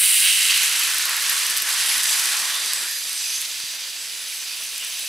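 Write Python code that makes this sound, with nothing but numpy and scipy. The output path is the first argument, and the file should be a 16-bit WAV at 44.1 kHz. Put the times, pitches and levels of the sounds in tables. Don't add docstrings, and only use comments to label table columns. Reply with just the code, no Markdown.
import sys
import numpy as np
from scipy import signal
from scipy.fft import rfft, irfft
from scipy.io import wavfile

SR = 44100
rng = np.random.default_rng(int(sys.argv[2]) if len(sys.argv) > 2 else 0)


def dump(signal):
    limited = np.clip(np.atleast_2d(signal).T, -1, 1)
    pcm = np.round(limited * 32767).astype(np.int16)
    wavfile.write(sys.argv[1], SR, pcm)


N = 224067
TIME = np.arange(N) / SR
FREQS = np.maximum(np.arange(N // 2 + 1) * SR / N, 1)

# frequency_hz, density_db
ROOM_SPECTRUM = [(20, -8), (45, -7), (85, 3.5), (125, -5), (175, 5), (240, 1), (400, -6), (700, -3),
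                 (1100, 3.5), (3000, -41)]
# frequency_hz, side_gain_db
ROOM_WIDTH = [(30, -10), (70, -10.5), (130, -12), (260, -3.5), (500, -8), (1000, -10.5), (2500, -13.5),
              (6000, -12.5), (14000, -13)]
# centre_hz, width_hz, depth_fraction
MIC_NOTCHES = [(2260, 160, .22), (6820, 400, .2), (12240, 220, .56), (13490, 300, .67), (13930, 140, .45),
               (14730, 330, .63)]
# frequency_hz, left_minus_right_db
MIC_BALANCE = [(100, -1.5), (300, 0.5), (550, 0), (1000, -1), (2200, -2), (5000, -2.1), (9000, -1.2),
               (13000, 0)]

# pitch_hz, width_hz, gain_db
VIADUCT_MODES = [(2600, 210, -2), (2940, 450, -0.5), (3500, 150, 0), (3850, 180, 0), (4560, 270, -0.5),
                 (5140, 270, 1.5), (6040, 310, -1), (7100, 220, -3), (8000, 340, 0), (8760, 240, -4),
                 (9970, 280, 1), (11300, 300, -8), (11800, 400, -9), (12400, 350, -4.5), (14600, 1400, -12)]
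# pitch_hz, width_hz, gain_db
RAIL_MODES = [(1797, 120, -5), (2590, 78, 0), (3440, 220, 4.5), (3900, 190, 2), (4670, 230, 5.5),
              (5000, 260, 5.5), (5720, 250, 1.5), (6100, 180, 1)]
# pitch_hz, width_hz, gain_db
SONG_MODES = [(4850, 130, 0), (5020, 120, 0), (6000, 200, 0.5), (6500, 250, -3), (7600, 400, -4),
              (8650, 320, -2), (9600, 300, -13), (10900, 600, -0.5), (12800, 310, -13)]
# peak_s, half_length_s, level_db
WHEEL_BINDS = [(2.104, 0.068, -25.5), (3.33, 0.07, -38)]
# peak_s, half_length_s, pitch_hz, width_hz, slide_hz_per_s, level_db
SQUEAKS_AND_RINGS = [(1.856, 0.085, 3096, 1100, 0, -30.5), (1.9, 0.046, 10630, 1512, -6000, -26.5),
                     (2.164, 0.019, 11000, 1500, -9000, -30), (2.135, 0.018, 4800, 300, -1500, -32),
                     (2.7, 0.07, 4690, 172.8, -300, -35), (2.555, 0.05, 3550, 486, 4001.5, -32),
                     (2.69, 0.055, 3930, 203, -0.5, -35.5), (2.76, 0.041, 7960, 500, -6000, -33),
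                     (2.867, 0.092, 1790, 260, -1.5, -38.5), (2.946, 0.13, 11350, 1100, 0.5, -37.5),
                     (2.96, 0.09, 4850, 185.2, 0, -39.5), (3.29, 0.055, 4780, 200, -6, -38),
                     (3.282, 0.08, 2560, 231.5, 0.5, -40), (3.16, 0.025, 8550, 740, -0.5, -33),
                     (3.33, 0.07, 6100, 200, 802, -35), (3.35, 0.042, 10800, 1400, 1.5, -34)]

# start_s, wheel_ring_db, rail_snap_db, bed_thump_db
JOINT_IMPACTS = [(0.512, -22, -20, -43), (0.574, -9, -5, -60), (0.632, -19, -6, -62), (0.695, -13, -9, -62),
                 (0.726, -9, -11, -52), (0.7604, -6, -9, -46), (0.7933, -14, -4, -63),
                 (0.7976, -14, -7, -60), (0.833, -17, -14, -45), (0.8366, -13, -6, -62),
                 (0.8754, -13, -6, -58), (0.9041, -11, -15, -56), (0.9147, -14, -12, -58),
                 (0.9448, -16, -6, -60), (0.983, -10, -5, -51), (1.0547, -8.5, -9, -64),
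                 (1.0943, -9, -5, -62), (1.1668, -18, -5, -66), (1.223, -9, -6, -56),
                 (1.2312, -13, -11, -62), (1.2957, -7, -6, -45), (1.2984, -12, -3, -59),
                 (1.3092, -17, -12, -60), (1.3911, -8, -10, -56), (1.4653, -7, -8, -52),
                 (1.4986, -6.5, -13, -42), (1.5008, -12, -11, -62), (1.5058, -14, -11, -60),
                 (1.5078, -11, -12, -62), (1.5641, -10, -10, -42), (1.567, -8, -8, -60),
                 (1.5725, -3, -8, -52), (1.5751, -10, -8, -60), (1.5817, -6, -9, -54),
                 (1.6215, -10, -4, -45), (1.6907, -15, -7, -58), (1.739, -13, -11, -56),
                 (1.9695, -7, -13, -45), (1.9799, -4, -10, -50), (2.0338, -5.5, -8, -58),
                 (2.0413, -9, -6, -54), (2.1935, -6, -12, -62), (2.1964, -18, -10, -62),
                 (2.2564, -5, -8, -56), (2.553, -12, -18, -62), (2.66, -4.5, -17, -46),
                 (2.7338, -5.5, -10, -44), (2.8177, -16, -15, -57), (2.9115, -17, -10, -60),
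                 (2.9862, -19, -12, -64), (3.0936, -15, -15, -66), (3.1296, -16, -15, -68),
                 (3.4096, -14, -11, -68), (3.4162, -12, -15, -72), (3.4826, -22, -19, -68),
                 (4.346, -19, -24, -69), (4.569, -22, -19, -70), (4.6366, -22, -16, -70),
                 (4.7798, -12, -14, -62), (4.848, -12, -18, -68), (4.9934, -18, -12, -65),
                 (5.0488, -20, -14, -70)]
# pitch_hz, width_hz, gain_db
WHEEL_MODES = [(5200, 2600, -5), (8400, 1600, -0.5), (9900, 1300, -1.5)]
# pitch_hz, width_hz, gain_db
RAIL_END_MODES = [(11500, 1000, 0.5), (12450, 1350, -1), (14500, 1100, -12)]
# pitch_hz, width_hz, gain_db
BED_MODES = [(260, 36, 3), (308, 60, -5), (500, 120, -14)]

# time_s, level_db
ROLL_LEVEL = [(0.0, -28), (0.07, -26.5), (0.28, -25.5), (0.44, -24.5), (0.64, -25), (0.9, -26),
              (1.16, -27.5), (1.29, -25.5), (1.56, -27.5), (1.63, -28.5), (1.69, -26), (1.93, -25.5),
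              (2.01, -27), (2.12, -25), (2.62, -28), (3.03, -30.5), (3.28, -29.5), (3.55, -31),
              (3.95, -32.5), (5.08, -32)]
# frequency_hz, density_db
BED_SPECTRUM = [(60, -25), (130, -13.5), (205, -11), (255, -4), (330, -3.5), (500, 1), (700, 2), (1200, -3),
                (2500, -40)]
# frequency_hz, density_db
COACH_SPECTRUM = [(400, -19.5), (680, -28), (830, -12), (1100, -6), (1300, -3.5), (1680, 2), (2100, 0),
                  (2900, -1), (4000, -11), (6000, -49)]
# frequency_hz, density_db
RAIL_SPECTRUM = [(700, -49), (1500, -22), (2200, -1), (2700, -0.5), (3600, 0.5), (4200, 1), (4750, -0.5),
                 (5300, -2.5), (5800, 0.5), (6900, -1.5), (8500, -11), (12000, -8.5)]
# frequency_hz, density_db
FLANGE_SPECTRUM = [(4000, -4), (6500, -8), (7600, -2.5), (8700, -2.5), (10000, -3), (11400, -4.5),
                   (12800, -8), (14000, -13.5), (15600, -24)]
# pitch_hz, width_hz, gain_db
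COACH_MODES = [(832, 50, -8.5), (1132, 160, -0.5), (1440, 170, -2), (1700, 126, 2), (1904, 120, 2.5)]
# peak_s, half_length_s, boost_db
COACH_SWELLS = [(0.74, 0.17, 1), (1.095, 0.061, 8.5), (1.877, 0.055, 2), (2.216, 0.13, 2),
                (2.5, 0.045, 3.5)]

# time_s, rotation_hz
MOTOR_SPEED = [(0, 200), (.15, 187), (.34, 196), (.42, 188), (.55, 184), (.9, 180)]
# pitch_hz, width_hz, gain_db
SHELL_MODES = [(1690, 50, -2), (2200, 290, 3.5), (2660, 220, 4), (2900, 310, 5), (3200, 240, -3),
               (3820, 160, 4), (4490, 110, 2)]
# frequency_hz, density_db
PICKUP_SPECTRUM = [(4000, -52), (7200, -10), (8100, -1), (8700, 2.5), (9400, 1.5), (10300, 0.5),
                   (11500, -4.5), (13000, -7), (13700, -16), (14150, -1), (14600, -7), (15600, -4.5)]
# peak_s, half_length_s, boost_db
DRIVE_SURGES = [(0.138, 0.0098, 1.5), (0.28, 0.031, 3.5), (0.5, 0.007, 3.8), (0.533, 0.008, 3),
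                (0.561, 0.0056, 4.5)]


def from_db(db):
    return 10 ** (np.asarray(db) / 20)


def rms_one(x):
    return x / np.sqrt(np.mean(x ** 2) + 1e-20)


def over_time(points):
    return np.interp(TIME, *np.transpose(points))


def over_hz(points):
    hz, value = np.transpose(points)
    return np.interp(np.log(FREQS), np.log(hz), value)


def passing(full_s, until_s, rise_db_per_s, fall_db_per_s):
    return -rise_db_per_s * np.maximum(full_s - TIME, 0) - fall_db_per_s * np.maximum(TIME - until_s, 0)


def swell(peak_s, half_s):
    return np.exp(-((TIME - peak_s) / half_s) ** 2 / 2)


def drift(rate_hz):
    pole = np.exp(-2 * np.pi * rate_hz * 10 / SR)
    slow = signal.lfilter([1], [1, -2 * pole, pole * pole], rng.standard_normal(N // 10 + 2002))[2000:]
    return np.interp(np.arange(N) / 10, np.arange(len(slow)), rms_one(slow))


def colour(x, spectrum):
    skirts = 1 / np.sqrt((1 + (spectrum[0][0] / FREQS) ** 6) * (1 + (FREQS / spectrum[-1][0]) ** 6))
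    return rms_one(irfft(rfft(x) * from_db(over_hz(spectrum)) * skirts, N))


def resonance(x, hz, width_hz):
    radius = np.exp(-np.pi * width_hz / SR)
    feedback = [1, -2 * radius * np.cos(2 * np.pi * hz / SR), radius ** 2]
    return signal.lfilter(np.array([1, 0, -1]) * (1 - radius ** 2) / 2, feedback, x + 1e-18)


def body(x, modes):
    return sum(from_db(db) * resonance(x, hz, width) for hz, width, db in modes)


def high_pass(x, hz):
    return signal.sosfilt(signal.butter(4, hz, "high", fs=SR, output="sos"), x)


def contacts(grain_db, flutter_db):
    return rng.standard_normal(N) * from_db(grain_db * drift(290) + flutter_db * drift(28))


def singing(modes, flicker_db):
    rubs = rng.standard_normal((3, N))
    rings = sum(from_db(db + flicker_db * drift(5.3)) * resonance(rubs[k % 3], hz, width)
                for k, (hz, width, db) in enumerate(modes))
    return rms_one(high_pass(rings, 0.75 * modes[0][0]))


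def coaches_close(arrive_s=0.39, arriving_s=0.49, leave_s=2.84, leaving_s=0.11):
    return np.clip(np.minimum((TIME - arrive_s) / arriving_s, 1 - (TIME - leave_s) / leaving_s), 0, 1)


def driven(level_db, exponent, close_db, close_db_per_s, usual_roll_db=-25, arrive_s=0.39):
    roll_db = over_time(ROLL_LEVEL) - usual_roll_db
    offset_db = close_db + close_db_per_s * (TIME - arrive_s)
    return from_db(level_db + exponent * roll_db + offset_db * coaches_close())


def room_tone():
    return from_db(-66.5) * colour(rng.standard_normal(N), ROOM_SPECTRUM)


def room(x, t60_s=0.35, tail_db=-12.5, close_pan_db=0.5):
    age = TIME[:SR // 2]
    echoes = rng.standard_normal((2, len(age))) * from_db(-60 * age / t60_s)
    front, across = (signal.fftconvolve(x, echo / np.linalg.norm(echo))[:N] for echo in echoes)
    mid = x + from_db(tail_db) * front
    side = irfft(rfft(across) * from_db(over_hz(ROOM_WIDTH)), N)
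    pan = from_db(close_pan_db * coaches_close() * np.array([[.5], [-.5]]))
    return np.array([mid + side, mid - side]) * pan


def bump(at_s=3.6397, peak_db=-42):
    push = np.exp(-((TIME - at_s) / .0005) ** 2)
    thud = resonance(-push, hz=80, width_hz=200)
    return from_db(peak_db) * thud / np.max(np.abs(thud))


def viaduct(start_s=3.09, onset_db_per_s=32, approach_db_per_s=4.5):
    since = TIME - start_s
    level_db = -40.5 + np.minimum(onset_db_per_s * since, approach_db_per_s * since)
    return from_db(level_db) * singing(VIADUCT_MODES, flicker_db=3.0)


def rail_ring():
    gain = driven(-31.5, exponent=0.73, close_db=0, close_db_per_s=0.24)
    return gain * from_db(passing(1.4, 3.77, 12, 7.4)) * singing(RAIL_MODES, flicker_db=2.0)


def wheel_song():
    curving = from_db(-34.5 + passing(2.87, 3.38, 18, 70))
    binding = sum(from_db(db) * swell(s, half) for s, half, db in WHEEL_BINDS)
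    return (curving + binding) * singing(SONG_MODES, flicker_db=4.5)


def squeaks_and_rings():
    rubs = rng.standard_normal(N) + 1j * rng.standard_normal(N)
    out = np.zeros(N)
    for s, half, hz, width, slide, db in SQUEAKS_AND_RINGS:
        pole = np.exp(-np.pi * width / SR)
        band = signal.lfilter([1], [1, -2 * pole, pole * pole], rubs)
        phase = 2 * np.pi * np.cumsum(hz + slide * (TIME - s)) / SR
        out += from_db(db) * swell(s, half) * rms_one(np.real(band * np.exp(1j * phase)))
    return high_pass(out, 1200)


def chatters(times, levels_db, rise_s=0.00066):
    out, age = np.zeros(N), TIME[:SR // 50]
    envelope = age / rise_s * np.exp(1 - age / rise_s)
    for s, db, grains in zip(times, levels_db, rng.standard_normal((len(times), len(age)))):
        start = int(s * SR)
        burst = (from_db(db) * np.tanh(grains) * envelope)[:N - start]
        out[start:start + len(burst)] += burst
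    return out


def faint_ticks(count=22, spread_db=2, close_db=2):
    levels_db = -22 + spread_db * rng.standard_normal(count)
    return chatters(rng.uniform(0, TIME[-1], count), levels_db) * from_db(close_db * coaches_close())


def rail_joints(ring_db=-1.0, snap_db=-1.3, bed_db=3.0):
    times, rings_db, snaps_db, thumps_db = np.transpose(JOINT_IMPACTS)
    faint = faint_ticks()
    ring = high_pass(body(chatters(times, rings_db) + faint, WHEEL_MODES), 2400)
    snap = high_pass(body(chatters(times, snaps_db) + faint, RAIL_END_MODES), 8700)
    pushes = np.zeros(N)
    pushes[(times * SR).astype(int)] = from_db(thumps_db)
    thud = high_pass(body(signal.unit_impulse(SR // 5), BED_MODES), 224)
    thumps = signal.fftconvolve(pushes, thud / np.max(np.abs(thud)))[:N]
    return from_db(ring_db) * ring + from_db(snap_db) * snap + from_db(bed_db) * thumps


def rolling():
    bed = colour(contacts(grain_db=3.5, flutter_db=0.95), BED_SPECTRUM)
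    bed *= driven(-57, exponent=0.01, close_db=3, close_db_per_s=1.4)
    coach = colour(contacts(grain_db=1.0, flutter_db=1.1), COACH_SPECTRUM)
    coach *= driven(-36.5, exponent=1, close_db=10.5, close_db_per_s=-3)
    swells_db = sum(db * swell(s, half) for s, half, db in COACH_SWELLS)
    coach_ring = from_db(swells_db) * singing(COACH_MODES, flicker_db=2.5)
    coach_ring *= driven(-47.5, exponent=1.6, close_db=6, close_db_per_s=4)
    rail = colour(contacts(grain_db=1.8, flutter_db=0.9), RAIL_SPECTRUM)
    rail *= driven(-24.5, exponent=1.32, close_db=1, close_db_per_s=-0.58)
    flange = colour(contacts(grain_db=1.74, flutter_db=0.76), FLANGE_SPECTRUM)
    flange *= driven(-23.5, exponent=2.06, close_db=-0.5, close_db_per_s=0.45)
    return bed + coach + coach_ring + rail + flange


def pickups(motor_angle, depth_db=2.5):
    pulsing = from_db(depth_db * (np.cos(motor_angle) + .8 * np.cos(3 * motor_angle)))
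    scrapes = contacts(grain_db=.8, flutter_db=.4) * pulsing
    return from_db(-17 + passing(0, .16, 6, 37)) * colour(scrapes, PICKUP_SPECTRUM)


def gears(motor_angle, rub_db=-2.0, knock_db=-1.5, whine_db=-36.0):
    surges_db = sum(db * swell(s, half) for s, half, db in DRIVE_SURGES)
    level_db = -22.5 + passing(0.18, 0.46, 16, 11.8) + surges_db
    rubs = contacts(grain_db=0.5, flutter_db=1.7)
    rubbing = from_db(rub_db) * rms_one(high_pass(body(rubs, SHELL_MODES), 1600))
    whole_turns = np.maximum.accumulate(np.floor(motor_angle / (2 * np.pi) + .035 * drift(150)))
    knocks = np.diff(whole_turns, prepend=0) * from_db(1.1 * drift(100))
    knocking = rms_one(body(resonance(knocks, hz=3030, width_hz=900), SHELL_MODES))
    knocking *= from_db(knock_db + 1.3 * (level_db - level_db.max()))
    whine = np.sin(4 * motor_angle) + .45 * np.sin(3 * motor_angle)
    whine *= from_db(whine_db + passing(.1, .37, 30, 110) + 2 * drift(12))
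    return from_db(level_db) * (rubbing + knocking + whine)


def locomotive(wobble=0.0064, past_s=0.76, fade_db_per_s=64):
    rotation_hz = over_time(MOTOR_SPEED) * (1 + wobble * drift(27))
    motor_angle = 2 * np.pi * np.cumsum(rotation_hz) / SR
    receding = from_db(-fade_db_per_s * np.maximum(TIME - past_s, 0))
    return receding * (gears(motor_angle) + pickups(motor_angle))


def scene():
    train = locomotive() + rolling() + rail_ring() + wheel_song()
    train += viaduct() + squeaks_and_rings() + rail_joints()
    return room(train + room_tone()) + bump()


def record(dry, cutoff_hz=15600):
    for hz, width, depth in MIC_NOTCHES:
        dry = dry - depth * resonance(dry, hz, width)
    lean = from_db(over_hz(MIC_BALANCE) * np.array([[.5], [-.5]]))
    low_pass = 1 / np.sqrt(1 + (FREQS / cutoff_hz) ** 400)
    return irfft(rfft(dry) * lean * low_pass, N)


dry = scene()
out = record(dry)
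dump(out)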